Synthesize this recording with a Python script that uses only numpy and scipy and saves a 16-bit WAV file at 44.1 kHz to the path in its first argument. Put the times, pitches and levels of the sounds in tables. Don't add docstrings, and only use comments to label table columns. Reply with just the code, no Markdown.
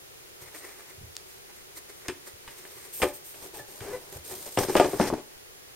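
import sys
import numpy as np
from scipy import signal
from scipy.fft import rfft, irfft, next_fast_len
from scipy.io import wavfile
from scipy.ndimage import map_coordinates

SR = 44100
rng = np.random.default_rng(int(sys.argv[2]) if len(sys.argv) > 2 else 0)


def wav_out(sig):
    wavfile.write(sys.argv[1], SR, np.round(np.clip(np.atleast_2d(sig).T, -1, 1) * 32767).astype(np.int16))


N = 253575
TIME = np.arange(N) / SR
AGE = TIME[:16384]


def amp(db):
    return 10 ** (np.asarray(db) / 20)


def unit(x):
    return x / np.sqrt(np.mean(x ** 2) + 1e-20)


def burst(x):
    energy = np.mean(np.sum(x ** 2, -1))
    return x / np.sqrt(energy * 100 / SR)


def along(points, hz):
    f, v = np.transpose(points)
    return np.interp(np.log(hz + 1), np.log(f + 1), v)


def decay(t, t60):
    return np.exp(-np.log(1000) * t / t60)


def filtered(x, gain):
    n = x.shape[-1]
    m = 2 * next_fast_len(n // 2 + 4096)
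    log_gain = np.log(np.maximum(gain(np.fft.rfftfreq(m, 1 / SR)), 1e-6))
    cepstrum = irfft(log_gain)
    cepstrum[1:m // 2] *= 2
    cepstrum[m // 2 + 1:] = 0
    return irfft(rfft(x, m) * np.exp(rfft(cepstrum)), m)[..., :n]


def coloured(x, spectrum):
    return filtered(x, lambda hz: amp(along(spectrum, hz)))


def peaks(rows, hz):
    return amp(sum(db / (1 + (2 * (hz - centre) / width) ** 2) for centre, width, db in rows))


def stereo(pair, alike):
    n = pair.shape[-1]
    m = next_fast_len(n)
    turn = np.arccos(np.clip(along(alike, np.fft.rfftfreq(m, 1 / SR)), -1, 1)) / 2
    mid, side = irfft(rfft(pair, m) * [np.cos(turn), np.sin(turn)], m)[:, :n]
    return np.array([mid + side, mid - side])


def wobble(rate, t=TIME):
    knots = rng.standard_normal(int(t[-1] * rate) + 4)
    return map_coordinates(knots, [t * rate])


def add(track, s, sound):
    part = track[:, round(s * SR):][:, :sound.shape[-1]]
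    part += sound[..., :part.shape[-1]]


def swell(s, width, shape):
    return np.exp(-np.abs((TIME - s) / width) ** shape)


def stroke(s, length, attack, release):
    rise = np.clip((TIME - s) / attack, 0, 1)
    return rise * np.exp(-np.clip((TIME - s - length) / release, 0, 20))


def together(envelopes, dbs):
    return np.sqrt(sum((amp(db) * envelope) ** 2 for envelope, db in zip(envelopes, dbs)))


# (frequency [Hz], likeness [-1 to 1])
CLOSE_ALIKE = [(30, 0.8), (120, 0.97), (400, 0.96), (1200, 0.98), (2400, 0.98), (4500, 0.38), (8000, 0.048),
               (15000, -0.18)]


def blow(spectrum, t60, scatter_db, chatter_db=2.0):
    push = burst(coloured(1.0 * (AGE == 0), spectrum))
    chatter = amp(chatter_db * wobble(314, AGE))
    waves = stereo(rng.standard_normal((2, len(AGE))), CLOSE_ALIKE) * chatter * decay(AGE, t60)
    return burst(push + amp(scatter_db) * burst(coloured(waves, spectrum)))


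def friction(spectrum, grip, rough_db):
    fibres = stereo(rng.standard_normal((2, N)), CLOSE_ALIKE) * amp(rough_db * grip)
    return unit(coloured(fibres, spectrum))


# (time [s], hollow body level [dB], body centre [Hz],
# edge clack level [dB], carpet thud level [dB], rebound relative to the first landing [dB])
KNOCKS = [(2.084, -32, 280, -31.5, -56, -1), (2.477, -55, 446, -41.5, -70, -8),
          (2.652, -52, 447, -47.5, -82, -6), (3.0, -40.5, 500, -54, -67, -7),
          (3.019, -30, 820, -24.5, -60, -9), (3.027, -26.5, 770, -25, -50, -10),
          (3.031, -19, 508, -32.5, -52, -9), (3.342, -54, 440, -51, -74, -4),
          (3.594, -43, 600, -62, -51, -15), (3.806, -50, 368, -42.5, -40, -5),
          (4.573, -20, 443, -28.5, -32, -5), (4.606, -25, 393, -48, -56, -15),
          (4.633, -28.5, 400, -41, -58, -18), (4.684, -28, 370, -49, -50, 4.5),
          (4.753, -13.5, 400, -28.5, -52, -12), (4.768, -20, 473, -23.5, -55, -22),
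          (4.798, -12, 468, -26, -51, -6), (4.846, -23, 388, -35.5, -39.5, -2.5),
          (4.884, -36, 385, -56, -51, -15), (4.932, -25.5, 330, -49, -41, -6),
          (4.998, -15, 326, -43, -37, -8), (5.012, -29, 425, -33.5, -40, -14),
          (5.101, -28, 430, -58, -45, -16), (5.125, -22.5, 352, -54, -47.5, 0)]
REBOUND_S, REBOUND_SOFT_DB = 0.0112, -8


def knocks():
    out = np.zeros((2, N))
    for s, body_db, centre_hz, clack_db, thud_db, rebound_db in KNOCKS:
        landing = contact(body_db, centre_hz, clack_db, thud_db)
        add(out, s, landing)
        rebound = contact(body_db, centre_hz, clack_db + REBOUND_SOFT_DB, thud_db)
        add(out, s + REBOUND_S, amp(rebound_db) * rebound)
    return out


# (multiple of its centre frequency, level [dB])
BODY = [(.1, -46.5), (.33, -21.5), (.55, -11), (.78, -5), (1, 0.5), (1.3, -4), (1.75, -10), (2.6, -14.5),
        (4, -26), (8, -42), (20, -56)]
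# (frequency [Hz], level [dB])
CLACK = [(200, -0.5), (700, -7.5), (1100, -2), (1600, 0), (2300, 0.5), (3000, -1.5), (3900, -9.5),
         (5500, -16.5), (8000, -13), (11000, -21), (16000, -36)]
# (frequency [Hz], width [Hz], level [dB])
EDGE = [(960, 100, 5.5), (1710, 140, 3.5), (2530, 330, 0), (2870, 27, 4), (5100, 640, 7)]
# (frequency [Hz], level [dB])
THUD = [(20, -10), (45, -13.5), (80, 6.5), (140, -4), (220, -16.5), (500, -63), (2000, -89)]


def contact(body_db, centre_hz, clack_db, thud_db):
    hump = [(multiple * centre_hz, db) for multiple, db in BODY]
    body = burst(blow(hump, t60=0.049, scatter_db=0.5) + amp(-0.5) * ring(hump, spread_db=2.0))
    clack = burst(filtered(blow(CLACK, t60=0.076, scatter_db=11), lambda hz: peaks(EDGE, hz)))
    thud = blow(THUD, t60=0.084, scatter_db=2.5)
    bent = bend(amp(body_db) * body + amp(thud_db) * thud, lag=0.000881)
    return bent + amp(clack_db) * clack


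# (frequency [Hz], relative level [dB], 60 dB decay [s])
MODES = [(222.5, -1.5, 0.12), (289.8, -3, 0.18), (359.7, 5.5, 0.12), (377.7, 3, 0.11), (420, -1, 0.054),
         (500, -1.5, 0.08), (582, -3.5, 0.22), (610, -18, 0.08), (726, 5, 0.063), (844, -1, 0.33),
         (926, 4, 0.033), (970, 1, 0.068), (1063, 9.5, 0.047), (1210, -0.5, 0.17)]


def ring(spectrum, spread_db):
    hz, db, t60 = np.transpose(MODES)[:, :, None]
    level_db = db + along(spectrum, hz) + spread_db * rng.standard_normal(hz.shape)
    strength = amp(level_db) * rng.choice([-1, 1], hz.shape)
    return burst(np.sum(strength * np.sin(2 * np.pi * hz * AGE) * decay(AGE, t60), 0))


def bend(x, lag):
    hz = np.fft.rfftfreq(len(AGE), 1 / SR)
    return irfft(rfft(x) * np.exp(-4j * np.pi * lag * np.sqrt(1000 * hz)), len(AGE))


# (start time [s], length [s], relative drone level [dB], relative hiss level [dB])
SLIDES = [(3.012, 0.029, -32, -38.5), (3.067, .02, -50, -43), (3.337, 0.086, -51, -50.5),
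          (3.413, .05, -44, -46), (3.529, 0.061, -43, -45), (3.67, 0.15, -50.5, -50.5),
          (3.812, .15, -38, -49.5), (3.988, 0.15, -52.5, -55.5), (4.114, 0.057, -43, -46.5),
          (4.237, 0.25, -46.5, -43.5), (4.294, 0.038, -38, -44), (4.455, 0.021, -39, -42.5),
          (4.503, 0.091, -54, -44.5), (4.575, 0.066, -29.5, -35.5), (4.679, 0.1, -33, -39.5),
          (4.759, 0.085, -25, -44), (4.862, 0.11, -37, -43), (4.987, 0.092, -27.5, -44.5),
          (5.138, 0.056, -40.5, -59)]
# (frequency [Hz], level [dB])
DRONE = [(40, -9.5), (150, -8), (260, -11), (370, 2.5), (520, -4), (800, -6.5), (1300, -15), (2200, -15.5),
         (3600, -24), (5800, -20.5), (8000, -25.5), (13000, -59)]
# (frequency [Hz], level [dB])
HISS = [(800, -60), (2500, -12), (4000, -3), (5500, -3.5), (7300, -1.5), (8800, -3), (10500, -5),
        (13000, 0), (16000, -6)]


def slide():
    starts, lengths, drone_db, hiss_db = np.transpose(SLIDES)
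    pulls = [stroke(s, length, attack=0.013, release=0.022) for s, length in zip(starts, lengths)]
    grip = wobble(300)
    drone = amp(-4.5) * together(pulls, drone_db) * friction(DRONE, grip, rough_db=1)
    hiss = amp(-1.5) * together(pulls, hiss_db) * friction(HISS, grip, rough_db=2.0)
    return drone + hiss


# (time [s], width [s], level [dB])
SCUFFS = [(2.084, 0.0013, -27), (4.5905, 0.0036, -24), (4.612, 0.023, -40), (4.637, 0.006, -35),
          (4.697, 0.021, -38), (4.768, 0.0052, -28), (4.802, .004, -41), (4.863, 0.0066, -37),
          (5.017, 0.028, -34.5), (5.082, 0.013, -35), (5.14, 0.0048, -43.5)]
# (frequency [Hz], level [dB])
SCUFF = [(300, 4), (900, -11), (1700, 7.5), (2700, -6), (4000, -2), (5600, 4), (7500, -6.5), (10000, -6),
         (16000, -15)]


def scuffs():
    skids = sum(amp(db) * swell(s, width, shape=2) for s, width, db in SCUFFS)
    return skids * friction(SCUFF, wobble(900), rough_db=2)


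# (start time [s], length [s], first slip rate [Hz], last slip rate [Hz], level [dB])
SQUEAKS = [(3.54, 0.025, 960, 810, -49), (3.585, 0.018, 1900, 1730, -47), (3.854, 0.0655, 370, 430, -42.5),
           (3.924, 0.028, 490, 505, -33.5)]
# (multiple of the slip rate, relative level [dB])
SQUEAK_TONE = [(1, 4.5), (2, -11.5), (3, -14), (4, -11)]


def squeaks(jitter):
    out = np.zeros(N)
    for s, length, first_hz, last_hz, db in SQUEAKS:
        rate = np.interp(TIME, [s, s + length], [first_hz, last_hz])
        phase = 2 * np.pi * np.cumsum(rate * (1 + jitter * wobble(300))) / SR
        tone = sum(amp(level) * np.sin(k * phase) for k, level in SQUEAK_TONE)
        uneven = unit(tone * amp(0.72 * wobble(110)))
        out += amp(db) * stroke(s, length, attack=0.01, release=0.0092) * uneven
    return out


# (start time [s], length [s], level [dB])
PEELS = [(2.922, 0.11, -39), (3.127, 0.033, -44.5), (3.235, 0.085, -47)]
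# (frequency [Hz], level [dB])
PEEL = [(800, -32), (2500, -9), (4000, -8.5), (6500, -3), (8800, -1.5), (10500, -3.5), (13000, 4),
        (16000, -1)]


def peel():
    speed = sum(amp(db) * stroke(s, length, attack=0.016, release=0.023) for s, length, db in PEELS)
    return speed * friction(PEEL, wobble(320), rough_db=0.0)


# (time [s], relative level [dB])
TICKS = [(1.1545, -42), (1.1668, -27), (2.083, -32)]
# (frequency [Hz], level [dB])
SNAP = [(200, -25), (1000, -5), (2500, 0.5), (4500, 6.5), (7000, 4.5), (10000, -9.5), (16000, -12)]


def ticks():
    out = np.zeros((2, N))
    for s, db in TICKS:
        add(out, s, amp(db - 10.5) * blow(SNAP, t60=.012, scatter_db=-7))
    return out


# (middle time [s], width [s], relative rustle level [dB], relative hiss level [dB])
FINGERS = [(.424, 0.017, -51.5, -45), (.47, 0.031, -52.5, -53), (.55, 0.023, -47, -46),
           (0.584, .022, -58, -43.5), (0.666, 0.061, -46, -47), (.79, .06, -51.5, -53),
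           (.9, 0.027, -54, -52), (1.32, 0.066, -74, -51.5), (1.503, 0.014, -51, -58),
           (1.57, 0.041, -58, -54), (1.775, 0.014, -46.5, -37.5), (1.9, .015, -51.5, -49),
           (1.98, 0.072, -61.5, -53), (2.06, 0.017, -46, -67), (2.281, 0.022, -47.5, -42.5),
           (2.505, 0.041, -50, -48), (2.592, .018, -46.5, -42.5), (2.79, 0.2, -54, -47.5)]
# (frequency [Hz], level [dB])
RUSTLE = [(100, -18), (250, -9), (380, 7.5), (650, -4), (1100, -1), (1500, -4.5), (2050, 2), (3200, -18),
          (6000, -11), (16000, -34)]


def fingers():
    middles, widths, rustle_db, hiss_db = np.transpose(FINGERS)
    touches = [swell(s, width, shape=1.44) for s, width in zip(middles, widths)]
    grip = wobble(350) + 0.9 * wobble(44.87)
    rustle = amp(-1) * together(touches, rustle_db) * friction(RUSTLE, grip, rough_db=2.0)
    hiss = amp(-3.5) * together(touches, hiss_db) * friction(HISS, grip, rough_db=1.5)
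    return rustle + hiss


# (time [s], level [dB])
BUMPS = [(.42, -48), (.98, -43.5), (1.012, -41), (1.033, -47), (2.335, -49.5), (4.158, -40.5), (4.194, -47)]


def bumps():
    out = np.zeros((2, N))
    for s, db in BUMPS:
        add(out, s, amp(db) * blow(THUD, t60=0.22, scatter_db=-1))
    return out


# (frequency [Hz], 60 dB decay [s])
ROOM = [(100, 0.35), (400, 0.24), (1500, 0.26), (4000, 0.25), (12000, 0.2)]


def room(x, delay):
    noise = stereo(rng.standard_normal((2, SR // 2)), CLOSE_ALIKE)
    hz, t, z = signal.stft(noise, SR, nperseg=256)
    tail = signal.istft(z * decay(t, along(ROOM, hz)[:, None]), SR, nperseg=256)[1]
    tail = tail * np.clip(TIME[:tail.shape[1]] / delay - 1, 0, 1)
    return signal.fftconvolve(x, tail / np.linalg.norm(tail[0]), axes=1)[:, :N]


# (frequency [Hz], level [dB])
FLOOR = [(20, 0), (60, 5), (140, 4.5), (190, -0.5), (290, -1), (370, 11), (490, 6.5), (620, 2.5),
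         (1100, -0.5), (2000, 0.5), (3500, -2), (8000, -3), (12000, -4.5), (16000, -6.5)]
# (frequency [Hz], likeness [-1 to 1])
FLOOR_ALIKE = [(60, -0.18), (240, -0.3), (950, -0.41), (3770, -0.42), (15000, -0.26)]


def hush():
    return unit(coloured(stereo(rng.standard_normal((2, N)), FLOOR_ALIKE), FLOOR))


# (frequency [Hz], width [Hz], level [dB])
PORTS = [(8465, 1010, 10.5), (11880, 730, 8)]
# (frequency [Hz], left minus right [dB])
LEFT = [(60, 2), (200, 2.5), (380, 4), (700, 2), (1300, 1), (4400, -0.5), (9000, 0), (15000, 0.5)]


def scene():
    box = knocks() + ticks() + scuffs() + fingers() + slide() + peel() + squeaks(jitter=0.0117)
    air = box + amp(-12) * room(box, delay=0.0047)
    heard = filtered(air, lambda hz: peaks(PORTS, hz))
    placed = [filtered(ear, lambda hz: amp(side * along(LEFT, hz) / 2)) for ear, side in zip(heard, (1, -1))]
    return np.array(placed) + bumps() + amp(-48.0) * hush()


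NOTCH_HZ, TOP_HZ = 7900, 15850


def record(dry):
    notched = signal.lfilter(*signal.iirnotch(NOTCH_HZ, 18, SR), dry)
    m = next_fast_len(N + SR // 2)
    kept = np.fft.rfftfreq(m, 1 / SR) < TOP_HZ
    return irfft(rfft(notched, m) * kept, m)[:, :N]


dry = scene()
out = record(dry)
wav_out(out)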